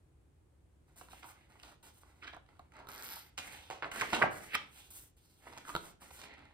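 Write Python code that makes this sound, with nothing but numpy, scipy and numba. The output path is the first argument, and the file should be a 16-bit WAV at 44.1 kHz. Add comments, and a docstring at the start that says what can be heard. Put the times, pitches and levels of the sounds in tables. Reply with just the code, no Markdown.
"""A stiff page of a large hardback picture book is turned: the sheet buckles, lands and rings.
Sheet and cover are excited resonators: kinks and slips drive moving band-passes, blows drive decaying modes.
Friction makes the hands' sliding, a quickening pulse train the page edge, and blows the knocks on the cover.
A small room adds time-varying diffuse echoes and a quiet rumble; the sound is stereo."""
import sys
import numpy as np
from scipy import signal
from scipy.fft import rfft, irfft, next_fast_len
from scipy.io import wavfile
from numba import njit

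SR = 44100
rng = np.random.default_rng(int(sys.argv[2]) if len(sys.argv) > 2 else 0)


def output_pcm(signal):
    """Save a mono or channel-first signal as 16-bit PCM at the path in sys.argv[1].

    Samples are clipped to [-1, 1] before scaling.
    """
    pcm = np.clip(np.atleast_2d(signal).T, -1, 1) * 32767
    wavfile.write(sys.argv[1], SR, np.round(pcm).astype(np.int16))


N = 288105
T = np.arange(N) / SR


def undb(db):
    """Logarithmic level: decibels to amplitude gain."""
    return 10 ** (np.asarray(db) / 20)


def unit(x):
    """Power normalization: scale to rms 1."""
    return x / np.sqrt(np.mean(x ** 2))


def burst(x):
    """Energy normalization: the energy of a short sound, spread over 20 ms, has rms 1."""
    return x / np.sqrt(np.sum(x ** 2) / (.02 * SR))


def lookup(points, hz):
    """Logarithmic frequency axis: interpolate (frequency [Hz], value) points."""
    f, value = np.transpose(points)
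    return np.interp(np.log(np.maximum(hz, 1)), np.log(f), value)


def colour(x, points):
    """Minimum-phase filtering: a causal response made from (frequency [Hz], level [dB]) points."""
    n = 2 * next_fast_len(x.shape[-1])
    level_db = lookup(points, np.fft.rfftfreq(n, 1 / SR))
    cepstrum = irfft(np.log(undb(level_db)))
    # folding the cepstrum onto positive time makes the filter causal
    cepstrum[1:n // 2] *= 2
    cepstrum[n // 2 + 1:] = 0
    response = np.exp(rfft(cepstrum))
    return irfft(rfft(x, n) * response)[..., :x.shape[-1]]


@njit
def resonate(x, hz, damping):
    """Resonance of a changing body: a state-variable band-pass whose centre moves."""
    y, band, low = np.empty(len(x)), 0., 0.
    for i in range(len(x)):
        g = np.tan(np.pi * min(hz[i] / SR, .45))
        v = (band + g * (x[i] - low)) / (1 + g * (g + damping))
        band, low, y[i] = 2 * v - band, low + 2 * g * v, damping * v
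    return y


def modes(table, t):
    """Modal superposition: decaying (frequency [Hz], level [dB], t60 [s]) modes, detuned at every blow."""
    detune = 1 + .008 * rng.standard_normal(len(table))
    ring = 0
    for (hz, db, t60), factor in zip(table, detune):
        decay = np.exp(-np.log(1000) * t / t60)
        ring = ring + undb(db) * decay * np.sin(2 * np.pi * hz * factor * t)
    return ring


def walk(rate):
    """Slow random modulation: a wander of rms 1 through `rate` random knots per second."""
    knots = rng.standard_normal(int(N / SR * rate) + 2)
    return unit(np.interp(T * rate, np.arange(len(knots)), knots))


def slips(size, rate, spread_db):
    """Stick and slip of paper fibres: random clicks of uneven strength, `rate` per second on average."""
    chance, strength = rng.random(size), rng.standard_normal(size)
    push = rng.choice([-1, 1], size)
    return unit((chance < rate / SR) * push * undb(spread_db * np.clip(strength, -2, 2)))


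def add(track, s, x):
    """Superposition: mix x into the track at time s."""
    i = int(s * SR)
    track[i:i + len(x)] += x[:N - i]


def diffuse(pair, apart_hz):
    """Diffuse-field coherence: two unrelated signals become channels alike in bass, different in treble."""
    mid, side = pair
    side = signal.sosfilt(signal.butter(1, apart_hz, "high", fs=SR, output="sos"), side)
    return np.array([mid + side, mid - side])


# spectrum of the quiet room: (frequency [Hz], level [dB])
QUIET_COLOUR = [(15, -60), (25, -21.5), (58, -2.5), (80, -1.5), (108, -11.5), (123, -8), (212, -22),
                (301, -18.5), (335, -19), (545, -27.5), (677, -30.5), (988, -34), (5730, -50), (8830, -44),
                (16000, -59.5)]
QUIET_DB = -66


def quiet_room():
    """Diffuse background noise: the low rumble of the house with a faint hiss, wandering in level."""
    air = diffuse(rng.standard_normal((2, N)), apart_hz=420)
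    air = colour(air, QUIET_COLOUR)
    air = signal.sosfilt(signal.butter(6, 35, "high", fs=SR, output="sos"), air)
    return unit(air) * undb(QUIET_DB + .6 * walk(5))


# reverberation time of the room: (frequency [Hz], t60 [s])
ROOM_T60 = [(100, 0.69), (300, 0.55), (800, 0.38), (2000, 0.31), (5000, 0.3), (14000, 0.23)]
# spectrum of what the room returns: (frequency [Hz], level [dB])
ROOM_COLOUR = [(60, -1.5), (300, 2), (900, -1.5), (3500, 4.5), (6500, -0.5), (10000, -11.5), (15000, -18)]
NEW_PATHS_S = .22  # the book keeps moving, so its echoes take new paths this often


def room(x, early_db=-8.5, early_s=0.0045, tail_db=-6, left_db=-1.0, size=24000):
    """Reverberant decay: floor and shelves scatter the moving book's sound, which then dies away."""
    t, hop = np.arange(size) / SR, int(NEW_PATHS_S * SR)
    x, out = colour(x, ROOM_COLOUR), np.zeros((2, N))
    for centre in range(0, N + hop, hop):
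        # late echoes: noise decaying at its own rate in each frequency band
        f, frame_s, cells = signal.stft(rng.standard_normal((2, size)), SR)
        decay = np.exp(-np.log(1000) * frame_s / lookup(ROOM_T60, f)[:, None])
        tail = signal.istft(cells * decay)[1][:, :size]
        tail = tail * np.clip((t - .004) / 0.0064, 0, 1)
        early = rng.standard_normal((2, size)) * np.exp(-t / early_s) * (t > .002)
        response = (undb(early_db) * unit(early) + undb(tail_db) * unit(tail)) / np.sqrt(2 * size)
        # crossfade from one set of paths to the next
        near = np.arange(max(centre - hop, 0), min(centre + hop, N))
        part = x[near] * np.cos(np.pi / 2 * (near - centre) / hop)
        for track, paths in zip(out, response):
            add(track, near[0] / SR, signal.fftconvolve(part, paths))
    return diffuse(out, apart_hz=298) * undb(np.array([[left_db], [-left_db]]) / 2)


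MIRROR_S, MIRROR_DB, MIRROR_HZ = .00138, -17, (600, 2880)  # delay [s], gain [dB], band edges [Hz]


def mirrored(x):
    """Specular reflection: the sound and its delayed, band-limited bounce off the open book."""
    bounce = signal.sosfilt(signal.butter(1, MIRROR_HZ, "band", fs=SR, output="sos"), x)
    return x + undb(MIRROR_DB) * np.interp(T - MIRROR_S, T, bounce, left=0)


# phase by which the left port leads the right one: (frequency [Hz], phase [rad])
PORT_PHASE = [(20, 0.9), (150, 0), (400, -0.85), (1000, -0.95), (2000, -1), (3190, -2.5), (3790, -5),
              (4500, -6.5), (6500, -9.5), (8700, -6.5), (11500, -3), (13600, -0.3), (16000, 3)]


def ports(x, left_db=-4.0, shadow_hz=350):
    """Interchannel level and phase: above the bass the body leans right, each register with its own lag."""
    f = np.fft.rfftfreq(2 * N, 1 / SR)
    body = 1 / (1 + (f / 5900) ** 16)  # the lean vanishes in the high treble
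    above_bass = f ** 2 / (f ** 2 + shadow_hz ** 2)
    lean = undb(left_db * body * above_bass / 2)
    lead = np.exp(1j * lookup(PORT_PHASE, f))
    return irfft(rfft(x, 2 * N) * np.array([lean * lead, 1 / lean]))[:, :N]


# fingers and spine knock on the cover: (time [s], level [dB], board ring [dB])
KNOCKS = [(1.086, -65.5, 0.5), (1.1321, -56, -5.5), (2.366, -53.5, -9), (2.594, -54.5, -8.5),
          (2.85, -63.5, -13), (2.871, -62.5, 3.5), (2.887, -61.5, 7), (3.167, -56.5, -45), (5.7418, -60, 1),
          (5.7515, -43, 5), (5.7633, -45, 4.5)]
# modes of the cover board: (frequency [Hz], level [dB], t60 [s])
BOARD = [(1363, 16, 0.0355), (1434, 9.5, 0.028), (3300, 3.5, 0.015), (3800, 11, 0.0081), (4170, 4.5, 0.014)]
# soft fingertip on the stack of pages: (frequency [Hz], level [dB])
PAD_COLOUR = [(200, 5.5), (500, 3), (900, 15.5), (1500, 2.5), (2400, -20), (4500, -22), (9000, -77)]
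# hollow thump of the book: (frequency [Hz], level [dB])
THUMP_COLOUR = [(40, -2), (90, -5), (165, 3.5), (250, -11.5), (330, 0.5), (500, 1), (750, -17), (1400, -21)]
# dry crackle of paper, also in creases and buckles: (frequency [Hz], level [dB])
CRACKLE_COLOUR = [(600, -27), (1500, 9.5), (2500, 17), (4500, 8), (6500, 7), (9000, 2.5), (13000, -6),
                  (16000, -6.5)]
# tick and thump grow with the ring: level at 0 dB ring [dB], change per dB of ring [dB]
TICK_DB, TICK_PER_RING, THUMP_DB, THUMP_PER_RING = -10.5, 0.81, -7, 1


def knocks(tick_s=0.0012, pad_s=0.0078, size=6000):
    """Impact excitation: a dull pat on the pages rings the board, with a dry tick and the book's thump."""
    out, t = np.zeros(N), np.arange(size) / SR
    for s, db, ring_db in KNOCKS:
        tick_db = TICK_DB + TICK_PER_RING * ring_db
        thump_db = THUMP_DB + THUMP_PER_RING * ring_db
        ring = modes(BOARD, t)
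        pat = colour(rng.standard_normal(size) * np.exp(-t / pad_s), PAD_COLOUR)
        tick = colour(rng.standard_normal(size) * np.exp(-t / tick_s), CRACKLE_COLOUR)
        thump = colour(signal.unit_impulse(size), THUMP_COLOUR)
        parts = burst(pat) + undb(ring_db) * burst(ring)
        parts += undb(tick_db) * burst(tick) + undb(thump_db) * burst(thump)
        add(out, s, undb(db) * parts)
    return out


# a fingertip runs along the edge of the page: (time [s], level [dB])
EDGE = [(2.86, -84), (2.89, -57), (2.925, -54), (2.985, -52.5), (3.005, -58), (3.025, -48), (3.115, -48),
        (3.19, -53), (3.3, -73.5)]
# spectrum of the edge's catches: (frequency [Hz], level [dB])
EDGE_COLOUR = [(500, -16), (900, 2), (1150, -6), (1500, 3), (2000, -3), (4800, -1), (7000, -5), (9500, -3),
               (12300, 6), (14500, 1), (15700, -8)]
EDGE_RATE, EDGE_DOUBLING_S = 85, 0.14  # first catches per second, time in which the rate doubles [s]


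def page_edge(slip_s=0.0004, jitter=0.45, uneven_db=2):
    """Stick-slip oscillation: the cut edge zips in a quickening train of catches, each a spray of clicks."""
    start, end = EDGE[0][0], EDGE[-1][0]
    since = np.clip(T, start, end) - start
    rate = EDGE_RATE * 2 ** (since / EDGE_DOUBLING_S) * np.exp(jitter * walk(90))
    on = (T > start) & (T < end)
    # a catch falls at every whole cycle of the accumulated rate
    catches = np.diff(np.floor(np.cumsum(rate / SR)), prepend=0)
    # the faster the catches come, the less strain each one releases
    catches = catches * undb(uneven_db * rng.standard_normal(N)) / np.sqrt(rate)
    strain = signal.lfilter([1], [1, -np.exp(-1 / (slip_s * SR))], catches)
    spray = strain * rng.standard_normal(N)
    out = np.zeros(N)
    out[on] = unit(colour(spray[on], EDGE_COLOUR)) * undb(np.interp(T[on], *np.transpose(EDGE)))
    return out


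# skin and paper slide over each other: (start [s], length [s], swell [s], rub level [dB],
# hiss level [dB], sheet level [dB], sheet pitch [Hz])
STROKES = [ (0.859, 0.2, 0.022, -81.5, -80.5, -91, 1610), (0.958, 0.19, 0.003, -71.5, -61, -73, 3020),
           (1.079, 0.23, 0.034, -71.5, -65, -67, 2460), (1.223, .17, 0.059, -74, -58.5, -63.5, 1490),
           (1.331, 0.21, 0.04, -73, -74, -71, 1500), (1.481, 0.25, 0.029, -69.5, -70.5, -74, 1280),
           (1.626, 0.16, 0.0041, -64, -62, -66, 3460), (1.826, 0.13, 0.003, -69, -62.5, -69.5, 3460),
           (1.899, 0.18, 0.078, -77, -65, -77, 3440), (1.997, 0.5, 0.046, -75.5, -75, -84, 1680),
           (2.464, 0.3, 0.031, -74, -79.5, -83, 1810), (2.697, 0.22, 0.087, -59.5, -69, -66, 1390),
           (2.872, 0.53, 0.02, -62, -62, -61.5, 1490), (3.385, 0.39, 0.0063, -61, -57, -55.5, 2250),
           (3.913, 0.36, 0.0017, -55, -52, -49.5, 1730), (4.122, 0.18, 0.0057, -39.5, -46, -48, 2610),
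           (4.293, 0.29, 0.039, -60, -53.5, -56, 1860), (4.553, 0.18, 0.0075, -62, -64.5, -61.5, 2300),
           (4.66, 0.29, 0.16, -67.5, -56.5, -60.5, 2700), (4.904, 0.23, 0.0011, -73, -53, -69.5, 2950),
           (5.165, 0.72, 0.0046, -87, -73, -79, 4040), (5.38, 0.45, 0.11, -63.5, -63.5, -63.5, 1940),
           (5.631, 0.27, 0.052, -60, -55, -80, 1300), (5.781, 0.19, 0.08, -62, -56.5, -67, 2130),
           (5.997, 0.14, 0.02, -64.5, -59, -66, 2010), (6.096, 0.13, 0.051, -65.5, -54.5, -63, 2330),
           (6.166, 0.15, 0.032, -64, -59.5, -62, 3770), (6.198, 0.42, 0.034, -60.5, -73, -61.5, 2000)]
# rub heard through the book: (frequency [Hz], level [dB])
RUB_COLOUR = [(120, -34), (200, 2.5), (310, 4.5), (430, 0), (650, 1), (870, 7.5), (1170, 0.5), (1450, 4),
              (1780, -11.5), (2150, -1), (3220, -16.5), (4810, -14), (6860, -45.5), (8000, -35),
              (10400, -38.5), (17600, -120)]
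# hiss of the paper's grain: (frequency [Hz], level [dB])
HISS_COLOUR = [(1500, -10), (3000, -11.5), (4800, -9), (6800, -2), (9000, 3), (13500, 1.5), (15500, -1)]
FADE_SHARE = 0.81  # the hand slows to rest over this share of each stroke
# the lighter the touch (more hiss than rub), the brighter the hiss:
# tilt at equal levels [dB per octave], its change per dB of lightness
HISS_TILT_DB, TILT_PER_LIGHTNESS = -7.5, 0.41
CREASES_PER_S, CREASE_DB = 110, -15  # creases ticking in a stroke: mean rate [1/s], level against the rub [dB]


def sliding(grip_db=1.1, body_db=1.5, wander=0.21):
    """Friction noise: stick and slip sounds through book and sheet; fine grain hisses and creases tick."""
    out = np.zeros(N)
    grip, bend = grip_db * walk(55), np.exp(wander * walk(12))
    creases = unit(colour(slips(N, rate=CREASES_PER_S, spread_db=11.5), CRACKLE_COLOUR))
    damping = .85
    for s, length, swell, rub_db, hiss_db, sheet_db, sheet_hz in STROKES:
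        fade = FADE_SHARE * length
        tilt = HISS_TILT_DB + TILT_PER_LIGHTNESS * (hiss_db - rub_db)
        on = (T >= s) & (T < s + length)
        ramp = np.clip(np.minimum((T[on] - s) / swell, (s + length - T[on]) / fade), 0, 1)
        contact = np.sin(np.pi / 2 * ramp) ** 2
        catches = slips(SR, rate=1700, spread_db=4.5)[:on.sum()]
        grain = slips(SR, rate=8800, spread_db=4.5)[:on.sum()]
        # the sheet's broad resonance shifts as it bends under the hand
        pitch = sheet_hz * bend[on]
        sheet = resonate(resonate(catches, pitch, damping), pitch, damping)
        body = undb(body_db) * unit(colour(catches, RUB_COLOUR)) + undb(CREASE_DB) * creases[on]
        rub = undb(rub_db) * body + undb(sheet_db) * unit(sheet)
        tilted = [(f, db + tilt * np.log2(f)) for f, db in HISS_COLOUR]
        hiss = unit(colour(grain, tilted))
        # grip moves the hiss more than the rub
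        add(out, s, contact * (rub * undb(grip[on]) + hiss * undb(hiss_db + 1.8 * grip[on])))
    return out


# the sheet buckles or a crease clicks: (time [s], level [dB], pitch [Hz], swell [s], fade [s],
# crackle [dB], resonance width / pitch [1])
BUCKLES = [ (1.0124, -55, 1020, 0.0003, 0.006, -8.5, 1.2), (1.231, -55, 1600, 0.0021, 0.006, -9, 1.7),
           (1.243, -53, 1220, .002, 0.014, -10.5, 0.57), (1.288, -58.5, 1390, .001, 0.035, -3.5, 0.85),
           (1.556, -67, 1200, .0005, 0.0034, -17, 0.88), (1.599, -75.5, 2000, .0004, 0.0011, 10.5, 1.6),
           (1.6328, -59.5, 3600, 0.00064, 0.0043, -12, 1.3), (1.637, -63, 895, 0.0013, 0.0025, -9, 1.4),
           (1.678, -63.5, 890, 0.0011, 0.017, -5, 0.98), (1.723, -64.5, 940, 0.00085, 0.007, -8, 1.3),
           (2.034, -64.5, 1370, 0.0003, .002, -9.5, 1.06), (2.226, -50.5, 1920, 0.003, 0.027, -20, 0.87),
           (2.246, -51.5, 1870, 0.0094, 0.021, -19.5, 1.74), (2.278, -47.5, 2100, .004, 0.013, -14, 1.58),
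           (2.332, -52.5, 1240, 0.0017, 0.01, -19, 2.2), (2.347, -56.5, 1050, 0.0012, 0.004, -12, 0.8),
           (2.463, -77.5, 1860, .0005, 0.0025, -6, 2), (2.489, -68, 1490, 0.0011, 0.0053, -11, 2.3),
           (2.721, -69, 1800, .0004, .002, -3, 1.4), (2.737, -69.5, 1500, .0004, .002, -4, 1.2),
           (2.767, -63.5, 1490, .0004, .002, -4, 1.2), (2.791, -57.5, 910, 0.00074, 0.01, -11.5, 0.84),
           (2.804, -53.5, 746, 0.0022, 0.027, -30, 1.6), (3.379, -46.5, 1130, 0.0015, 0.013, 6, 1.74),
           (3.7011, -46.5, 910, 0.0004, 0.003, -7, 1.05), (3.7095, -46.5, 930, 0.00028, 0.0029, -7, 1.8),
           (3.716, -48, 945, 0.001, 0.04, -4, 1.25), (3.824, -42, 1470, .0008, .003, -26, 1.65),
           (3.83, -41, 1340, 0.0014, 0.01, -38, 1.54), (3.8447, -42.5, 1400, .002, 0.0036, -39.5, 1.6),
           (3.856, -43.5, 900, .003, .02, -19.5, 1.1), (3.916, -46.5, 1930, 0.00095, 0.0044, -3.5, 1.23),
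           (3.9595, -45, 1280, 0.0005, 0.0043, -2.5, 1.5), (4.001, -46, 1730, 0.0073, 0.004, 0.5, 0.77),
           (4.0112, -36, 1950, 0.0013, 0.0025, -6, 0.73), (4.017, -37, 1700, 0.00061, 0.003, -4.5, 1.15),
           (4.021, -35, 1230, 0.003, 0.0061, -22, 0.72), (4.034, -42, 1210, 0.0011, 0.013, -17, 1.8),
           (4.103, -62, 3800, .0005, .003, -6, 1.3), (4.1316, -33.5, 1040, 0.00013, 0.0027, -11.5, 2.9),
           (4.1368, -36, 666, 0.00033, 0.0013, -13, 1.06), (4.148, -37, 2400, 0.01, 0.018, -2, 1.1),
           (4.216, -33, 1200, 0.0003, 0.003, -34, 1), (4.2229, -26.5, 1580, 0.0022, 0.002, -27.5, 0.68),
           (4.228, -28.5, 1448, 0.0008, 0.002, -32.5, 0.78), (4.2335, -34.5, 1040, .0005, .002, -30, 0.63),
           (4.2383, -29.5, 880, 0.0015, 0.004, -34.5, 0.88), (4.257, -39, 950, .001, .008, -27, 0.73),
           (5.469, -54, 1000, 0.00081, 0.0045, -33, 0.77), (5.477, -59, 1390, 0.0013, 0.0035, -16, 1.7),
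           (5.527, -58.5, 1160, 0.0022, 0.0027, -8, 0.34), (5.535, -59.5, 800, 0.00029, 0.0013, -4.5, 1.4),
           (5.567, -56, 1150, .0008, 0.0021, -12, 0.3), (5.5758, -54, 1300, 0.00024, 0.00097, 1, 1.9),
           (5.582, -53.5, 1150, 0.00033, 0.0025, -1, 1.9), (5.652, -57.5, 1400, 0.00055, 0.0044, -14, 1.3),
           (5.684, -51.5, 1130, 0.012, 0.0035, -8, 0.26), (5.692, -47.5, 1250, 0.00034, 0.0037, -8.5, 0.39),
           (5.6989, -47.5, 1400, 0.001, 0.0044, -16, 0.51), (6.025, -60.5, 1110, 0.0083, 0.0087, -5, 0.56),
           (6.108, -58.5, 910, 0.0014, 0.0065, -4.5, 1.3), (6.216, -58, 1300, .001, 0.0065, 3.5, 2),
           (6.238, -56.5, 1300, 0.00092, 0.003, -1, 2.1)]
# air pumped by the sheet and thump of the whole book: (frequency [Hz], level [dB])
PUFF_COLOUR = [(40, -14.5), (100, -4.5), (170, -2), (230, -6), (315, 1.5), (450, -1), (700, -10),
               (1400, -50.5)]
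# a wider fold sounds lower and pumps more air: puff level at 1 kHz [dB], its change with pitch
PUFF_DB, PUFF_DB_PER_OCTAVE = -10.5, -5.5


def buckles(glide=0.29, glide_s=0.0077, snap=2.1, rate=2600, size=14000):
    """Snap-through buckling: a kink's flurry of slips snaps, and the ring falls as the sheet relaxes."""
    out, t = np.zeros(N), np.arange(size) / SR - .06  # the snap falls at t = 0
    for s, db, hz, swell, fade, crackle_db, width in BUCKLES:
        strain = np.exp(-np.abs(t) / np.where(t < 0, swell, fade))
        force = strain * slips(size, rate, spread_db=3)
        force[np.argmin(np.abs(t))] += 2 * snap
        pitch = hz * np.exp(-glide * np.tanh(t / glide_s))
        ring = force
        for _ in range(3):
            ring = resonate(ring, pitch, width)
        crackle = colour(force + strain * slips(size, rate=900, spread_db=5), CRACKLE_COLOUR)
        puff = colour(force, PUFF_COLOUR)
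        puff_db = PUFF_DB + PUFF_DB_PER_OCTAVE * np.log2(hz / 1000)
        parts = burst(ring) + undb(crackle_db) * burst(crackle) + undb(puff_db) * burst(puff)
        add(out, s + t[0], undb(db) * parts)
    return out


# the turned page settles; its ring falls as the air under it is squeezed out:
# (time [s], level [dB], pitch [Hz])
LANDING = [(4.48, -64, 2155), (4.525, -49, 2100), (4.536, -42, 2100), (4.552, -28.5, 2100),
           (4.553, -25.5, 1450), (4.559, -36.5, 1194), (4.564, -48.5, 700), (4.572, -70, 503)]
# crack of the page on the stack: (frequency [Hz], level [dB])
SLAP_COLOUR = [(300, -13.5), (1500, -8), (2300, 11), (3200, 2), (4000, 0), (5200, -0.5), (6500, -10),
               (9500, -5), (15000, -27.5)]
# modes of the flat page: (frequency [Hz], level [dB], t60 [s])
PAGE = [(1404, -10.5, 0.042), (2123, 3.5, 0.0294), (3200, -9, .09), (3320, -17.5, 0.12)]
SLAP_S, SLAP_DB = 4.5515, -37  # the page meets the stack: time [s], level [dB]


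def landing(width=0.67, hiss_db=-14, puff_db=-17, crack_s=0.0021, fibres_db=1, ring_db=-3, size=12000):
    """Squeeze-film and impact: the page glides on a cushion of air, slaps the stack and rings briefly."""
    when, db, hz = np.transpose(LANDING)
    flutter = slips(N, rate=6000, spread_db=2)
    pitch, t = np.interp(T, when, hz), np.arange(size) / SR
    cushion = resonate(resonate(flutter, pitch, width), pitch, width)
    cushion = unit(cushion / np.sqrt(pitch))
    air = undb(hiss_db) * unit(colour(flutter, HISS_COLOUR))
    air += undb(puff_db) * unit(colour(flutter, PUFF_COLOUR))
    out = (cushion + air) * undb(np.interp(T, when, db)) * (T > when[0]) * (T < when[-1])
    fibres = burst(rng.standard_normal(size) * np.exp(-t / crack_s))
    crack = colour(burst(signal.unit_impulse(size)) + undb(fibres_db) * fibres, SLAP_COLOUR)
    add(out, SLAP_S, undb(SLAP_DB) * (burst(crack) + undb(ring_db) * burst(modes(PAGE, t))))
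    return out


# how much of each source the room returns; cover and flat page face the microphone [dB]
BUCKLE_ROOM_DB, KNOCK_ROOM_DB, LANDING_ROOM_DB = -1.5, -5.5, -3


def scene():
    """Superposition of fields: direct sound, reverberation and background noise add up."""
    taps, hands = knocks(), sliding() + page_edge()
    folds, slap = buckles(), landing()
    scattered = undb(BUCKLE_ROOM_DB) * folds + undb(KNOCK_ROOM_DB) * taps
    scattered += undb(LANDING_ROOM_DB) * slap + hands
    direct = mirrored(folds + hands) + taps + slap
    return ports(direct) + room(scattered) + quiet_room()


TOP_HZ = 16000


def record(dry):
    """Band limitation: the recorder cuts the top with a steep elliptic low-pass."""
    return signal.sosfilt(signal.ellip(10, .2, 70, TOP_HZ, fs=SR, output="sos"), dry)


dry = scene()
out = record(dry)
output_pcm(out)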